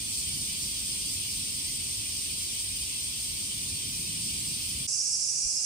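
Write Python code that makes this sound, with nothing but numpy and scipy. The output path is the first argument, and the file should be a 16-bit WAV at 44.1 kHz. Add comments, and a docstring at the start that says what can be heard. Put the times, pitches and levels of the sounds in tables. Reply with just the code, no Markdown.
"""Summer insects at dawn. First, inside a tent, three swarms of many unevenly clicking insects drone in
the trees; two surge together and the low one answers just after. A fan's draught, made of shaped
noise, rumbles, slackens and blows harder, among soft low bumps made of short low tones.
After a cut, on a hillside above the sea, a louder cicada chorus has one near cicada pumping fourteen
syllables a second from ringing tones, over a faint far wash of noise, a hum and one soft low bump."""
import sys
import numpy as np
from scipy import signal
from scipy.fft import rfft, irfft
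from scipy.io import wavfile

SR = 44100
rng = np.random.default_rng(int(sys.argv[2]) if len(sys.argv) > 2 else 0)


def to_wav(sig):
    """Store sig (one row per channel, or 1-D mono) as 16-bit WAV at the path in sys.argv[1].

    Samples outside -1..1 are clipped; the rate is SR.
    """
    pcm = np.clip(np.atleast_2d(sig), -1, 1) * 32767
    pcm = np.round(pcm).astype(np.int16)
    wavfile.write(sys.argv[1], SR, pcm.T)  # frames by channels


N = 249165
TIME = np.arange(N) / SR  # seconds
FREQ = np.fft.rfftfreq(N, 1 / SR)  # Hz

# In every left-right level, a positive number makes the left louder.
CICADA_PAN_DB = -4  # the hillside's whines and near cicada sit to the right


def gain_of(db):
    """Turns decibels into an amplitude factor."""
    return 10 ** (np.asarray(db) / 20)


def evened(x):
    """Scales a sound to an average strength (rms) of 1."""
    return x / np.sqrt(np.mean(x ** 2) + 1e-20)


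def read(points, hz):
    """Joins (frequency, value) points by straight lines on a log-frequency axis."""
    point_hz, value = np.transpose(points)
    return np.interp(np.log(hz + 1), np.log(point_hz + 1), value)


def panned(pan_db):
    """Gives left and right gains whose levels differ by pan_db."""
    return gain_of(np.array([[.5], [-.5]]) * pan_db)


def noise():
    """Plain white noise: an equal mix of all pitches."""
    return rng.standard_normal(N)


def wander(rate_hz):
    """Drifts at random with rms 1, by keeping only the slow part of noise."""
    slow_part = np.exp(-.5 * (FREQ / rate_hz) ** 2)
    return evened(irfft(rfft(noise()) * slow_part, N))


def low_pass(x, edge_hz):
    """Steeply removes everything above edge_hz."""
    taps = signal.firwin(601, edge_hz, window=("kaiser", 9), fs=SR)
    return signal.oaconvolve(x, taps[None], "same")


def heard(source, colour, direct, lead_ms=0, pan_db=0):
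    """Colours a source: its direct share reaches the left lead_ms before the right, over scattered noise."""
    direct = np.clip(direct, 0, 1)  # share of the power
    half_leads = lead_ms / 1000 * np.array([[1], [-1]]) / 2
    paths = np.exp(2j * np.pi * FREQ * half_leads)
    scattered = rfft(rng.standard_normal((2, N)))  # unrelated left and right, as if from all round
    both_sides = np.sqrt(direct) * paths * rfft(evened(source)) + np.sqrt(1 - direct) * scattered
    coloured = both_sides * gain_of(read(colour, FREQ)) * panned(pan_db)
    return evened(irfft(coloured, N))


def swarm(click_hz, spread_db, count):
    """Adds up many insects, each clicking unevenly at its own rate and loudness."""
    out = np.zeros(N)
    for nearness in np.linspace(-1, 1, count):
        rate = click_hz * 2 ** rng.uniform(-.5, .5)
        click_s = np.cumsum(1 + .08 * rng.standard_normal(4096)) / rate
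        size = gain_of(spread_db * nearness) * rng.choice([-1, 1], len(click_s))
        inside = click_s * SR < N - 1
        out[(click_s[inside] * SR).astype(int)] += size[inside]
    return out


def patchy(x, depth_db, width_hz, length_s):
    """Roughens a sound: its level drifts at random in small patches of pitch and time."""
    hz, t, spectrum = signal.stft(x, SR, nperseg=2048, noverlap=1536)
    across = np.fft.fftfreq(len(hz), hz[1])[:, None]
    along = np.fft.fftfreq(len(t), t[1])
    smooth = np.exp(-(across * width_hz) ** 2 - (along * length_s) ** 2)
    random_field = np.fft.fft2(rng.standard_normal(smooth.shape))
    drift = evened(np.fft.ifft2(random_field * smooth).real)
    _, sound = signal.istft(spectrum * gain_of(depth_db * drift), SR, nperseg=2048, noverlap=1536)
    return evened(sound[:, :N])


def surging(t):
    """Gives the dB that the swarms' surges, four or five a second, add at time t."""
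    # peak of each surge: (time [s], rise [dB])
    surges = [(0.17, 2.2), (0.42, 1.3), (0.66, 1.6), (0.91, 1.3), (1.13, 2.0), (1.32, 1.3), (1.53, 1.0),
              (1.71, 1.4), (1.93, 1.3), (2.17, 1.9), (2.43, 1.6), (2.61, 1.6), (2.82, 1.4), (3.03, 1.2),
              (3.23, 1.0), (3.43, 1.2), (3.67, 1.2), (3.99, 1.6), (4.27, 1.7), (4.5, 1.2), (4.69, 1.2)]
    surge_s = 0.06  # from the peak until the rise falls to about a third
    return sum(rise_db * np.exp(-((t - s) / surge_s) ** 2) for s, rise_db in surges)


def tent_insects():
    """Three swarms of clicks: a high hiss and a middle buzz surge together, and a low rasp answers."""
    # tone colour of each swarm: (frequency [Hz], relative level [dB])
    low_colour = [(1000, -60), (1500, -31), (1900, -18.5), (2400, -5.5), (2700, -5.5), (3130, -0.5),
                  (3800, -5), (4300, -7.5), (5200, -22), (7000, -63)]
    middle_colour = [(2500, -62), (3700, -12.5), (4300, -3.5), (4680, -0.5), (5200, -0.5), (5600, -2),
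                     (6600, -6), (7600, -14.5), (10000, -63)]
    high_colour = [(5500, -30), (6700, -13), (7400, -4), (8000, -2), (8500, 0), (9200, -2), (10000, -8.5),
                   (11000, -16), (12400, -17.5), (14500, -15), (15700, -17)]
    # the highest hiss comes almost only by the straight path: (frequency [Hz], direct share [0-1])
    high_direct = [(7000, 0.93), (10000, 0.95), (11300, 1), (12300, 1), (13000, 1)]
    # the middle and high swarms' level rises briefly at the start, then eases a little: (time [s], level change
    # [dB])
    slow_effort = [(0.0, -0.2), (0.15, 0.8), (1.2, 0.6), (1.7, 0.0), (4.85, 0)]
    low_db, middle_db, high_db = -42.5, -39, -35.0  # levels before effort and surges
    answer_s, answer_share = 0.11, 1.1  # the low swarm's delay, and its share of each rise
    high_follows = 0.85  # share of the effort and surges that the high swarm follows

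    low = heard(swarm(260, 3.2, count=16), low_colour, direct=0.23, lead_ms=0.42, pan_db=0.5)
    middle = heard(swarm(260, 5.5, count=24), middle_colour, direct=0.24, lead_ms=0.428, pan_db=-2.5)
    high = heard(swarm(280, 3, count=90), high_colour, direct=read(high_direct, FREQ), lead_ms=-.218)

    # give the drone a fine, shimmering grain
    low = patchy(low, depth_db=3.3, width_hz=65, length_s=.045)
    middle = patchy(middle, depth_db=3.7, width_hz=55, length_s=.045)
    high = patchy(high, depth_db=4.4, width_hz=32, length_s=.04)

    effort_db = np.interp(TIME, *np.transpose(slow_effort)) + surging(TIME)
    answer_db = answer_share * surging(TIME - answer_s)
    out = gain_of(low_db + answer_db) * low
    out += gain_of(middle_db + effort_db) * middle
    out += gain_of(high_db + high_follows * effort_db) * high
    return out


def tent_air():
    """Shaped noises: a steady deep rumble, the fan's whirr and gusts, and a faint outdoor wash."""
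    # the fan's draught slackens, then blows harder: (time [s], level [dB])
    draught_level = [(0.0, -48), (0.2, -53), (0.3, -47.5), (0.7, -51.5), (0.95, -51), (1.65, -50),
                     (2.1, -52), (2.5, -54.5), (3.4, -54), (3.5, -49), (3.73, -46), (3.81, -53),
                     (3.88, -47), (4.1, -47), (4.53, -46.5), (4.62, -54), (4.7, -46.5), (4.85, -48.5)]
    # tone colour of each noise: (frequency [Hz], relative level [dB])
    draught_colour = [(35, -29), (60, -7), (95, -4), (140, 1), (200, -3.5), (260, -6.5), (400, -20.5),
                      (550, -32), (800, -66)]
    whirr_colour = [(100, -23), (210, -3.5), (290, -2), (400, -9), (550, -20.5), (800, -60)]
    rumble_colour = [(10, -46), (22, -33), (31, -22), (42, -1.5), (55, 3.5), (75, 2), (105, 0.5),
                     (140, -12.5), (200, -31), (600, -68)]
    wash_colour = [(200, 6), (500, 4.5), (750, -0.5), (1000, 1.5), (1500, -7.5), (2500, 3.5), (6000, -33)]

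    gust_db = np.interp(TIME, *np.transpose(draught_level)) + 1.0 * wander(6.5)
    draught = heard(noise(), draught_colour, direct=0.92, pan_db=-3.0)
    whirr = heard(noise(), whirr_colour, direct=0.94, pan_db=-3.5)
    rumble = heard(noise(), rumble_colour, direct=1.0, pan_db=-1.5)
    wash = heard(noise(), wash_colour, direct=0.53, lead_ms=0.79, pan_db=5.5)
    out = gain_of(gust_db) * draught
    out += gain_of(-59.5) * whirr
    out += gain_of(-51) * rumble
    out += gain_of(-57.0) * wash
    return out


def bumps():
    """Soft low bumps: short low tones that swell and fade."""
    # (middle [s], level [dB], frequency [Hz], length [s], left-right level [dB])
    soft_bumps = [(0.195, -41, 65, 0.022, -2), (0.267, -46, 69.4, 0.023, -2), (0.685, -39, 72, 0.011, -2),
                  (1.17, -41, 91, 0.029, -3), (2.0, -45, 106, 0.033, -4), (2.83, -49, 62, 0.033, -2),
                  (3.74, -41.5, 98, 0.018, -3), (4.1, -41.5, 151, 0.017, -5), (4.77, -40, 67, 0.025, 0),
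                  (4.81, -41, 135, 0.026, -3), (5.463, -50.5, 48, 0.015, -28)]
    out = np.zeros((2, N))
    for middle_s, db, hz, length_s, pan_db in soft_bumps:
        t = TIME - middle_s
        swell = np.exp(-(t / length_s) ** 2)
        out += panned(pan_db) * gain_of(db) * swell * np.sin(2 * np.pi * hz * t)
    return out


def whines():
    """Cicadas further off: tones wavering in pitch and level, with their own phase on each side."""
    # (middle frequency [Hz], level relative to base_db [dB])
    tones = [(2400, -20), (2772, -17), (4985, -5), (5260, -2), (5356, -2), (5871, -2), (6282, 0.5),
             (6481, -4), (7063, -1), (7445, -2), (7860, -2), (8064, -5), (8269, -1), (8500, -1.5),
             (9040, -6), (10370, -8)]
    base_db = -45
    out = np.zeros((2, N))
    for hz, db in tones:
        turns = np.cumsum(hz + 24 * wander(70)) / SR
        tone = np.sin(2 * np.pi * (turns + rng.random((2, 1))))
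        out += gain_of(base_db + db + 3 * wander(25)) * tone
    return out


def hill_chorus():
    """A wall of clicking cicadas, mostly to the right, with a few wavering whines standing out."""
    # tone colour of the wall: (frequency [Hz], relative level [dB])
    wall_colour = [(1900, -38), (2200, -35), (2400, -18.5), (2750, -21.5), (2950, -24.5), (3900, -23),
                   (4400, -12.5), (4750, -5.5), (5050, -2), (5600, 1), (6500, -2.5), (7200, -5), (8500, -6),
                   (9050, -8.5), (9500, -8.5), (10100, -11), (10900, -5.5), (12000, -40)]
    # where the wall sits: (frequency [Hz], left-right level [dB])
    wall_pan = [(2500, -4), (4200, -2), (5400, -3.5), (6200, -4), (7200, -9), (8500, -14.5), (9700, -4),
                (10700, -1.5)]
    wall = heard(swarm(370, 5.5, count=24), wall_colour, direct=0.18, pan_db=read(wall_pan, FREQ))
    wall = patchy(wall, depth_db=2.9, width_hz=45, length_s=0.12)
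    return gain_of(-30.0) * wall + whines() * panned(CICADA_PAN_DB)


def foliage(x, t60):
    """Leaves and trunks scatter a short noisy tail, different on each side, falling 60 dB in t60 s."""
    t = TIME[:8192]
    tail = rng.standard_normal((2, len(t))) * 10 ** (-3 * t / t60)
    tail /= np.linalg.norm(tail[0])
    return signal.fftconvolve(x, tail, axes=1)[:, :N]


def near_cicada():
    """Tymbal clicks split a ring into sidebands; the belly's resonance swoops down, holds and rises."""
    # the syllables swell, then fall back: (middle [s], hold [s], level [dB])
    syllables = [(4.866, 0.022, -34), (4.936, 0.02, -32.7), (5.005, 0.024, -31.4), (5.072, 0.024, -32.2),
                 (5.147, 0.02, -30.2), (5.227, 0.02, -32.7), (5.292, 0.024, -32.4), (5.364, 0.026, -35.4),
                 (5.436, 0.03, -35.2), (5.506, 0.022, -34.8), (5.582, 0.024, -36.3), (5.647, 0.022, -33)]
    # colour of the tymbal's own ring: (frequency [Hz], level [dB])
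    tymbal_colour = [(4600, -23), (4985, -6.5), (5360, -5.3), (5740, -26), (6900, -30), (8200, -17)]
    ring_hz, click_hz = 5360, 377
    belly_open_hz, belly_width_hz = 5740, 280  # resonance of the open belly
    belly_climb = 88000  # Hz per second away from the hold
    tymbal_fade_s, belly_fade_s = 0.009, 0.0175  # outside the hold
    leaf_scatter = 0.5  # phase drift of each sideband, radians rms

    middles, holds, levels_db = np.transpose(syllables)
    nearest = np.argmin(abs(TIME - middles[:, None]), 0)
    # time to the nearest edge of the hold, zero within it
    closing_s = np.maximum(abs(TIME - middles[nearest]) - holds[nearest] / 2, 0)
    belly_hz = belly_open_hz + belly_climb * closing_s
    ring_turns = np.cumsum(ring_hz + 15 * wander(155) + 7 * wander(8)) / SR
    click_turns = np.cumsum(click_hz + 6 * wander(53)) / SR

    song = np.zeros((2, N))
    for k in np.arange(-2, 9):  # sidebands below and above the ring
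        hz = ring_hz + k * click_hz
        tymbal = gain_of(read(tymbal_colour, hz)) * np.exp(-(closing_s / tymbal_fade_s) ** 2)
        belly = np.exp(-((hz - belly_hz) / belly_width_hz) ** 2 - (closing_s / belly_fade_s) ** 2)
        scatter = leaf_scatter * np.array([wander(25), wander(25)])
        song += (tymbal + belly) * np.cos(2 * np.pi * (ring_turns + k * click_turns) + scatter)
    song *= gain_of(levels_db[nearest])
    return (song + gain_of(-11) * foliage(song, t60=.07)) * panned(CICADA_PAN_DB)


def hill_air():
    """The sea's far wash is shaped noise; the faint hum over the harbour is two wavering low tones."""
    # tone colour of the wash: (frequency [Hz], relative level [dB])
    sea_colour = [(18, -42), (36, 1.5), (140, -0.5), (385, -8.5), (593, -11), (785, -12), (965, -15),
                  (1630, -18.5), (1970, -18.5), (2200, -10), (2860, -41), (4840, -120)]
    # (middle frequency [Hz], rms level [dB])
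    hum_tones = [(122, -70), (145, -66)]
    out = gain_of(-57.0) * heard(noise(), sea_colour, direct=0.68, pan_db=-2.0)
    for hz, db in hum_tones:
        turns = np.cumsum(hz + 3 * wander(5.8)) / SR
        out += panned(-5) * gain_of(db) * evened(np.sin(2 * np.pi * turns))
    return out


def scene():
    """Plays the tent, then the hillside, with a very short fade on each side of the cut."""
    cut_s = 4.872
    tent_fade = np.clip((cut_s - TIME) / .007, 0, 1)
    hill_fade = np.clip((TIME - cut_s) / .014, 0, 1)
    tent = tent_insects() + tent_air()
    hill = low_pass(hill_chorus() + near_cicada() + hill_air(), edge_hz=11030)
    return tent * tent_fade + bumps() + hill * hill_fade


def record(dry):
    """The recorder's band limit removes the highest treble."""
    return low_pass(dry, edge_hz=15780)


dry = scene()
out = record(dry)
to_wav(out)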